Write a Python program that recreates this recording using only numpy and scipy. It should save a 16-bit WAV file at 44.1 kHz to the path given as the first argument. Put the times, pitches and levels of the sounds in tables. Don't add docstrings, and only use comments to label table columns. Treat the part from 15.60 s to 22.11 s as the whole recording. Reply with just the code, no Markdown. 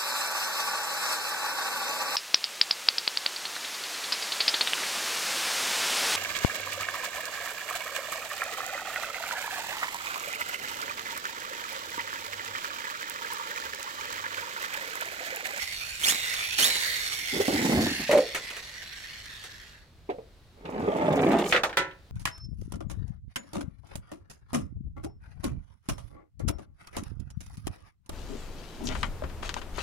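import sys
import numpy as np
from scipy import signal
from scipy.fft import rfft, irfft, next_fast_len
from scipy.io import wavfile
from scipy.ndimage import uniform_filter1d, map_coordinates

SR = 44100
rng = np.random.default_rng(int(sys.argv[2]) if len(sys.argv) > 2 else 0)


def put_to_file(sound):
    columns = np.atleast_2d(sound).T
    safe = np.clip(columns, -1, 1)
    whole_steps = np.round(safe * 32767)
    wavfile.write(sys.argv[1], SR, whole_steps.astype(np.int16))


N = 287091

# (frequency [Hz], density [dB])
GEAR_SPECTRUM = [(250, -23), (500, -19.5), (1250, -12.5), (1900, -3), (3000, -6.5), (4200, -6.5),
                 (4900, -10.5), (7200, -15), (8300, -18), (9500, -23), (10800, -19.5), (15500, -28)]
# (frequency [Hz], width [Hz], lift [dB])
GEARBOX_MODES = [(3570, 150, 2.5), (4420, 99, 8.5), (5520, 260, 4.5)]
# (time [s], frequency [Hz])
SWEEP_PITCH = [(.08, 2080), (.26, 2550), (.7, 2020), (.98, 2680), (1.22, 1850), (1.5, 2250), (2.3, 1780),
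               (2.85, 2020), (4.3, 1650)]
# (time [s], level [dB])
COAST_LEVEL = [(0, -34.5), (.37, -37.5), (.56, -32), (.95, -32.5), (1.12, -28.5), (1.65, -33), (2.12, -31),
               (2.5, -33.5), (2.7, -39), (3.2, -41.5), (3.9, -44.5)]
# (start [s], attack [s], hold [s], gear chatter [dB], tyre scrub [dB])
PUSHES = [(0.386, 0.088, .035, -25.5, -39.5), (0.979, .01, 0.082, -25, -40.5)]


def gear_whirr(body_db=-2, sweep_db=-6.5, hiss_db=-7.5, push_hiss_db=-3, split_hz=7000):
    coast_db, = curves(COAST_LEVEL)
    stall = (1 - ramp(3.9, .44)) ** 1.37
    coast = amp(coast_db) * stall
    push = sum(amp(db) * envelope(s, attack_s, hold_s, .03) for s, attack_s, hold_s, db, _ in PUSHES)
    teeth = shifting(grains(rate_hz=2200, life_s=.0008, spread_db=2), depth_db=2.8, size=512, frames=14)
    chatter = unit(lifted(coloured(teeth, GEAR_SPECTRUM), GEARBOX_MODES))
    body = filtered(chatter, lambda hz: 1 / (1 + (hz / split_hz) ** 8))
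    sweep = np.array([resonance(curves(SWEEP_PITCH)[0], width_hz=160) for _ in range(2)])
    shadow_db = -3.5 * ramp(2.2, .299)
    bright_db = hiss_db + .25 * (coast_db - coast_db.max()) + shadow_db
    fade_db = -1.5 * ramp(TYRE_CONTACTS[0][0], .13)
    sweep_gain = amp(sweep_db + fade_db + 2.6 * wobble(20))
    whirr = amp(body_db) * np.hypot(coast, push) * unit(body) + sweep_gain * coast * sweep
    hiss = np.hypot(coast * amp(bright_db), push * amp(push_hiss_db)) * unit(chatter - body)
    return (whirr + hiss) * amp(wobble(45))


# (start [s], length [s], first tooth rate [Hz], last [Hz], level [dB], overtone lift [dB])
SURGES = [(.434, .02, 3100, 3680, -23, -9), (.454, .066, 2200, 3600, -26.5, 0),
          (1.016, .054, 2900, 4000, -23, -2)]
# (harmonic number, level [dB])
MESH_OVERTONES = [(2, -3), (3, -3), (4, -13)]


def gear_whine(gain_db=-.5):
    out = np.zeros((2, N))
    jitter = 1 + .022 * wobble(1500)
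    flutter_db = 2.5 * wobble(500)
    for s, length_s, first_hz, last_hz, db, lift_db in SURGES:
        progress = ramp(s, length_s)
        on = (progress > 0) & (progress < 1)
        hz = first_hz + (last_hz - first_hz) * np.sin(np.pi / 2 * progress[on]) ** 2
        phase = 2 * np.pi * np.cumsum(hz * jitter[on]) / SR
        gain = amp(db + gain_db + flutter_db[on]) * np.sqrt(2 * np.sin(np.pi * progress[on]))
        partials = [(1, 0)] + [(k, partial_db + lift_db) for k, partial_db in MESH_OVERTONES]
        for k, partial_db in partials:
            out[:, on] += gain * amp(partial_db) * np.sin(k * phase + rng.uniform(0, np.pi / 2, (2, 1)))
    return out


# (time [s], speed [rev/s], hum [dB])
FLYWHEEL_SPIN = [(.52, 487, -57), (.97, 410, -64), (1.08, 510, -51), (1.4, 476, -62), (1.75, 425, -69),
                 (2.4, 350, -64)]


def flywheel(rasp_db=20, pinion_teeth=8):
    spin_hz, hum_db = curves(FLYWHEEL_SPIN)
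    hum = np.sin(2 * np.pi * np.cumsum(spin_hz) / SR)
    rasp = resonance(pinion_teeth * spin_hz, width_hz=240)
    return amp(hum_db) * during(FLYWHEEL_SPIN) * (hum + amp(rasp_db) * rasp)


def tyre_scrub():
    level = sum(amp(db) * envelope(s, attack_s, hold_s, .061) for s, attack_s, hold_s, _, db in PUSHES)
    slips = grains(rate_hz=680, life_s=.001, spread_db=8)
    return level * coloured(slips, [(80, -25), (200, -4.5), (700, -10.5), (1300, -2), (2500, -30)])


# (start [s], attack [s], hold [s], release [s], level [dB])
TYRE_CONTACTS = [(1.716, .035, 0.053, .017, -27), (1.877, .004, .37, 0.053, -25.5),
                 (2.387, 0.011, .012, 0.028, -32.5)]
# (frequency [Hz], density [dB])
TYRE_SPECTRUM = [(41, -11.5), (70, -4), (118, -6.5), (252, -3), (343, -3), (473, -14), (538, -17.5),
                 (790, -13.5), (1070, -23), (1500, -25), (1950, -40), (3300, -120)]
# (time [s], frequency [Hz])
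TRUCK_NOTE = [(1.82, 415.5), (1.92, 290), (2.28, 204.4)]


def truck_rolling(tyres_db=-5, note_db=-8, growth_db_per_s=15):
    patter = shifting(grains(rate_hz=200, life_s=.005, spread_db=2), depth_db=3.5, size=2048, frames=4)
    level = np.zeros(N)
    for s, attack_s, hold_s, release_s, db in TYRE_CONTACTS:
        growth_db = growth_db_per_s * hold_s * ramp(s, hold_s)
        level += amp(db + growth_db) * envelope(s, attack_s, hold_s, release_s)
    tyres = coloured(patter, TYRE_SPECTRUM)
    return level * (amp(tyres_db) * tyres + amp(note_db) * board_note(TRUCK_NOTE))


def board_note(pitch_rows):
    note = resonance(curves(pitch_rows)[0], width_hz=40)
    power = np.abs(uniform_filter1d(note ** 2, size=3000))
    return note / np.sqrt(power + .19)


# (time [s], level [dB], panel pitch [Hz])
BOARD_BLOWS = [(1.8, -15, 407), (1.882, -13, 298), (2.087, -17.5, 262), (2.119, -15.5, 232),
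               (2.19, -17.5, 293), (4.491, -20, 397), (4.498, -25, 727), (4.584, -32.5, 449),
               (5.277, -16, 416), (5.483, -18, 627), (5.748, -17, 276), (5.788, -19, 314),
               (5.946, -17.5, 516)]
# (frequency [Hz], density [dB])
PANEL_SPECTRUM = [(59, -51.5), (100, -27), (210, -8), (417, -6.5), (553, -5.5), (608, -10), (1160, -13.5),
                  (1500, -33), (1940, -24), (2500, -21), (3250, -63), (5500, -120)]


def thumps(tone_db=-2, slap_db=-10.5, panel_t60_s=.1, edge_t60_s=.18):
    out = np.zeros((2, N))
    for blows, t60_s in [(BOARD_BLOWS, panel_t60_s), (judder(), edge_t60_s)]:
        for s, db, hz in blows:
            slap = burst(PANEL_SPECTRUM, [(250, .078), (550, .39), (1000, .048), (2500, .05)])
            add(out, s, amp(db) * (amp(tone_db) * ring(hz, t60_s) + amp(slap_db) * slap))
    return out


def judder(start_s=2.493, gap_s=.0155, hz=572.5, db=-15.5, swell_db=3.5, count=7):
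    k = np.arange(count)
    late_s, detune = rng.standard_normal((2, count)) * [[.002], [.06]]
    times_s = start_s + gap_s * k + late_s * (k > 0)
    swell = np.sin(np.pi * (k + .5) / count)
    return list(zip(times_s, db + swell_db * swell, hz * (1 + detune)))


TOY_START_S, TOY_FREE_S, TOY_EXIT_S = 4.937, 5.054, 5.925
# (frequency [Hz], density [dB])
WHEEL_SPECTRUM = [(60, -5), (120, -10), (170, -3), (290, -2.5), (480, -7), (850, -8.5), (1080, -17),
                  (1400, -21.5), (2200, -22.5), (4000, -44)]
# (frequency [Hz], width [Hz], lift [dB])
BOARD_MODES = [(279, 15, 3), (398, 16, 6), (620, 62, 3), (728, 26, 6), (864, 170, 2.5), (1216, 95, 7)]
# (time [s], frequency [Hz])
TOY_NOTE = [(5.25, 410), (5.33, 638), (5.55, 600), (5.62, 256), (5.78, 274.6), (5.92, 504)]


def toy_rolling(wheels_db=-20, note_db=-25, held_db=-8, support_s=5.751, support_db_per_s=94):
    patter = shifting(grains(rate_hz=600, life_s=.003, spread_db=2), depth_db=3, size=2048, frames=4)
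    wheels = unit(lifted(coloured(patter, WHEEL_SPECTRUM), BOARD_MODES))
    muted_db = held_db * (clock() < TOY_FREE_S) - support_db_per_s * np.maximum(clock() - support_s, 0)
    level = toy_speed() * amp(muted_db)
    return level * (amp(wheels_db) * wheels + amp(note_db) * board_note(TOY_NOTE))


def toy_speed(stop_s=.03):
    return ramp(TOY_START_S, TOY_EXIT_S - TOY_START_S) * (1 - ramp(TOY_EXIT_S, stop_s))


# (time [s], level [dB], relative treble [dB], hollow pitch [Hz], rebound loss [dB])
PLASTIC_HITS = [(.985, -14, -14.5, 3000, 11.5), (2.512, -13.5, -12, 2160, 5.5),
                (2.575, -19, -11, 2230, 20.5), (2.747, -15, -12.5, 2340, 6.5),
                (2.902, -24.5, -12.5, 2600, 17), (2.966, -25.5, -10, 2600, 19),
                (3.838, -31, -6.5, 3800, 20), (4.499, -31.5, -27, 2380, 16), (5.053, -31.5, -30, 2740, 20),
                (5.716, -20.5, -17, 2100, 20), (5.786, -23, -16, 3530, 22), (5.924, -6, -27.5, 2400, 6.5),
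                (5.947, -10, -36, 1480, 17), (5.962, -8.5, -28, 2050, 10.5), (6.034, -6.5, -21, 940, 24),
                (6.094, -24, -26, 894, 18), (6.128, -25, -30.5, 1590, 20), (6.1699, -11.5, -14, 3360, 25),
                (6.31, -38.5, -30, 3100, 20)]
# (frequency [Hz], density [dB])
PLASTIC_SPECTRUM = [(240, -19), (400, -11.5), (535, -8), (663, -11.5), (1020, -12.5), (1320, -6.5),
                    (1880, -5.5), (2750, -10.5), (3790, -12), (5560, -24), (15500, -51.5)]
# (frequency [Hz], T60 [s])
PLASTIC_T60 = [(500, 0.3), (2000, 0.1), (5000, 0.11), (14000, 0.12)]


def clacks(body_db=-9, snap_db=-6, hollow_db=8, rebound_s=.0115, contacts=4):
    out = np.zeros((2, N))
    for s, db, treble_db, hz, loss_db in PLASTIC_HITS:
        hollow_mode = [(hz, .27 * hz, hollow_db)]
        for k in range(contacts):
            body = lifted(burst(PLASTIC_SPECTRUM, PLASTIC_T60), hollow_mode) / amp(hollow_db / 2)
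            snap = burst([(2500, -36), (6000, -2), (15000, -9)], [(3000, .32), (14000, .07)])
            clack = amp(body_db) * body + amp(snap_db + treble_db) * snap
            add(out, s + k * rebound_s, amp(db - k * loss_db) * clack)
    return out


# (frequency [Hz], level [dB], T60 [s])
BASIN_MODES = [(340, -16.5, 0.19), (530, -4.5, 0.38), (557, 0, 0.35), (720, -19, 0.27), (990, 4, 0.28),
               (1200, -6, 0.4), (1345, 7, 0.29), (1470, 4, 0.3), (1500, -3, 0.2), (1650, -6.5, 0.38),
               (1780, 2, 0.34), (1900, -9.5, 0.33), (1954, -2.5, 0.31), (2030, 1, 0.25), (2020, 4, 0.27),
               (2363, -5, 0.24), (2490, -10, 0.45), (2520, -12.5, 0.17), (2853, -22, 0.15),
               (3920, -14.5, 0.15)]
# (frequency [Hz], level [dB], T60 [s])
FLOOR_MODES = [(161.7, -16, 0.35), (373, -3.5, 0.43), (413, -11.5, 0.26)]
# (frequency [Hz], density [dB])
WASH_SPECTRUM = [(88, -48), (150, -4.5), (234, -40), (302, -5), (509, -12), (643, -17), (985, -4),
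                 (1150, -23), (1340, -9.5), (4060, -11), (15500, -40)]
# (frequency [Hz], T60 [s])
WASH_T60 = [(300, 0.34), (2000, 0.32), (5000, 0.15), (14000, 0.13)]


def basin(strike_s=6.171, modes_db=-31, wash_db=-23):
    out = np.zeros((2, N))
    modes = sum(amp(db) * ring(hz, t60_s, rng.uniform(0, np.pi, (2, 1))) * rng.choice([-1, 1])
                for hz, db, t60_s in [*BASIN_MODES, *FLOOR_MODES])
    add(out, strike_s, amp(modes_db) * modes + amp(wash_db) * burst(WASH_SPECTRUM, WASH_T60))
    return out


# (frequency [Hz], density [dB])
RATTLE_SPECTRUM = [(1000, -40), (1600, -3), (2300, 1), (2800, -6), (3500, -5), (5000, -18), (8000, -45)]
# (frequency [Hz], density [dB])
AXLE_SPECTRUM = [(2500, -30), (5000, -2), (7200, 0), (9500, -7), (15500, -13)]


def axle_rattle(rattle_db=-38, spin_db=-50, lip_db=-42.5, lip_s=5.845):
    speed = toy_speed()
    knocks = shifting(grains(rate_hz=220, life_s=.004, spread_db=4), depth_db=3, size=512, frames=14)
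    spin = grains(rate_hz=300, life_s=.01, spread_db=3)
    lip = amp(lip_db) * envelope(lip_s, attack_s=.0405, hold_s=.03, release_s=.03)
    rattle = amp(rattle_db) * speed ** 1.21 * coloured(knocks, RATTLE_SPECTRUM)
    hiss = (amp(spin_db) * speed ** 1.3 + lip) * coloured(spin, AXLE_SPECTRUM)
    return ramp(TOY_FREE_S, .003) * (rattle + hiss)


# (time [s], level [dB])
WHEEL_TICKS = [(5.1008, -47), (5.1976, -46), (5.3652, -41), (5.5248, -38), (5.5558, -35), (5.6186, -34),
               (5.6865, -36.5), (5.7882, -33)]


def wheel_ticks(gain_db=-9, t60_s=.1):
    out = np.zeros((2, N))
    for s, db in WHEEL_TICKS:
        add(out, s, amp(db + gain_db) * burst(AXLE_SPECTRUM, [(7000, t60_s)]))
    return out


# (frequency [Hz], density [dB])
AIR_SPECTRUM = [(200, -15), (400, -14.5), (1000, -21), (3000, -24.5), (4000, -22.5), (6500, -32.5),
                (15500, -40.5)]
# (frequency [Hz], density [dB])
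RUMBLE_SPECTRUM = [(12, -15.5), (25, -4), (50, 2.5), (95, -1), (150, -9), (260, -19), (600, -48.5),
                   (2000, -75.5)]


def outdoor_air(hiss_db=-62, rumble_db=-56):
    hiss = amp(hiss_db + .67 * wobble(4.4)) * coloured(rng.standard_normal((2, N)), AIR_SPECTRUM)
    return hiss + amp(rumble_db) * coloured(rng.standard_normal((2, N)), RUMBLE_SPECTRUM)


def amp(db):
    return 10 ** (np.asarray(db) / 20)


def unit(x):
    return x / np.sqrt(np.mean(x ** 2) + 1e-20)


def clock():
    return np.arange(N) / SR


def ramp(s, length_s):
    return np.clip((clock() - s) / length_s, 0, 1)


def envelope(s, attack_s, hold_s, release_s):
    return ramp(s, attack_s) * np.exp(-np.maximum(clock() - s - attack_s - hold_s, 0) / release_s)


def along(points, hz):
    knots_hz, values = np.transpose(points)
    return np.interp(np.log(hz + 1), np.log(knots_hz + 1), values)


def curves(rows):
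    times_s, *columns = np.transpose(rows)
    return [np.interp(clock(), times_s, column) for column in columns]


def during(rows):
    t = clock()
    return uniform_filter1d(1. * ((t >= rows[0][0]) & (t <= rows[-1][0])), size=200)


def wobble(rate_hz):
    knots = rng.standard_normal(int(N * rate_hz / SR) + 4)
    return signal.resample(knots, next_fast_len(N))[:N]


def filtered(x, response):
    n = x.shape[-1]
    padded = next_fast_len(n + 8192)
    return irfft(rfft(x, padded) * response(np.fft.rfftfreq(padded, 1 / SR)), padded)[..., :n]


def lifted(x, peaks):
    def response(f):
        return 1 + sum((amp(db) - 1) * 1j * f * width / (hz * hz - f * f + 1j * f * width)
                       for hz, width, db in peaks)
    return filtered(x, response)


# (frequency [Hz], coherence [0..1])
COHERENCE = [(30, .6), (90, .93), (300, .97), (600, .88), (1100, .5), (2500, .35), (6000, .3), (14000, .3)]


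def coloured(pair, spectrum):
    def response(hz):
        angle = np.arccos(np.clip(along(COHERENCE, hz), -1, 1)) / 2
        return amp(along(spectrum, hz)) * [np.cos(angle), np.sin(angle)]
    mid, side = filtered(pair, response)
    return unit(np.array([mid + side, mid - side]))


def grains(rate_hz, life_s, spread_db):
    hits = (rng.random(N) < rate_hz / SR) * amp(spread_db * np.clip(rng.standard_normal(N), -2, 2))
    power = signal.lfilter([1], [1, -np.exp(-2 / (life_s * SR))], hits ** 2)
    power /= np.abs(uniform_filter1d(power, size=3000)) + 1e-9
    return np.sqrt(power) * rng.standard_normal((2, N))


def shifting(pair, depth_db, size, frames):
    spectra = signal.stft(pair, nperseg=size)[2]
    field = rng.standard_normal(spectra.shape[1:])
    for _ in range(2):
        field = uniform_filter1d(uniform_filter1d(field, size=2, axis=0), size=frames, axis=1)
    return signal.istft(spectra * amp(depth_db * unit(field)), nperseg=size)[1][:, :N]


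def resonance(hz, width_hz):
    swell = filtered(rng.standard_normal((2, N)), lambda f: 1 / (1 + (f / width_hz) ** 2))
    phase = 2 * np.pi * np.cumsum(hz) / SR
    return unit(swell[0] * np.sin(phase) + swell[1] * np.cos(phase))


def burst(spectrum, t60s, attack_s=.0003):
    t = np.arange(SR // 3) / SR
    noise = coloured(rng.standard_normal((2, len(t))), spectrum)
    hz, age_s, spectra = signal.stft(noise, SR, nperseg=256)
    decay = amp(-60 * age_s / along(t60s, hz)[:, None])
    tail = signal.istft(spectra * decay, SR, nperseg=256)[1][:, :len(t)]
    return tail * (1 - np.exp(-t / attack_s))


def ring(hz, t60_s, phase=0):
    t = np.arange(SR // 3) / SR
    return np.sin(2 * np.pi * hz * t + phase) * np.exp(-np.log(1000) * t / t60_s)


def add(track, s, sound):
    part = track[:, round(s * SR):][:, :sound.shape[-1]]
    part += sound[..., :part.shape[1]]


# (time [s], bearing [0 = basin, 1 = ramp top, on the right])
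BEARING = [(1.9, 1), (2.5, 0.056), (4.3, .05), (4.45, 0.95), (5.35, .95), (5.8, -0.018), (6.2, -.28)]


def scene(board_band_hz=(110, 5500), top_lag_samples=14.28):
    bearing, = curves(BEARING)
    pan_db = -1.7 - 2.5 * bearing
    truck = gear_whirr() + gear_whine() + flywheel() + tyre_scrub()
    toys = truck + axle_rattle() + wheel_ticks() + clacks() + basin()
    radiation = signal.butter(2, board_band_hz, "band", fs=SR, output="sos")
    board = signal.sosfilt(radiation, truck_rolling() + toy_rolling() + thumps())
    left, right = toys * amp([pan_db / 2, -pan_db / 2]) + board * amp([[-.5], [.5]])
    left = map_coordinates(left, [np.arange(N) - top_lag_samples * bearing], order=3)
    return np.array([left, right]) + outdoor_air()


def record(dry, top_hz=15900):
    return filtered(dry, lambda hz: hz < top_hz)


dry = scene()
out = record(dry)
put_to_file(out)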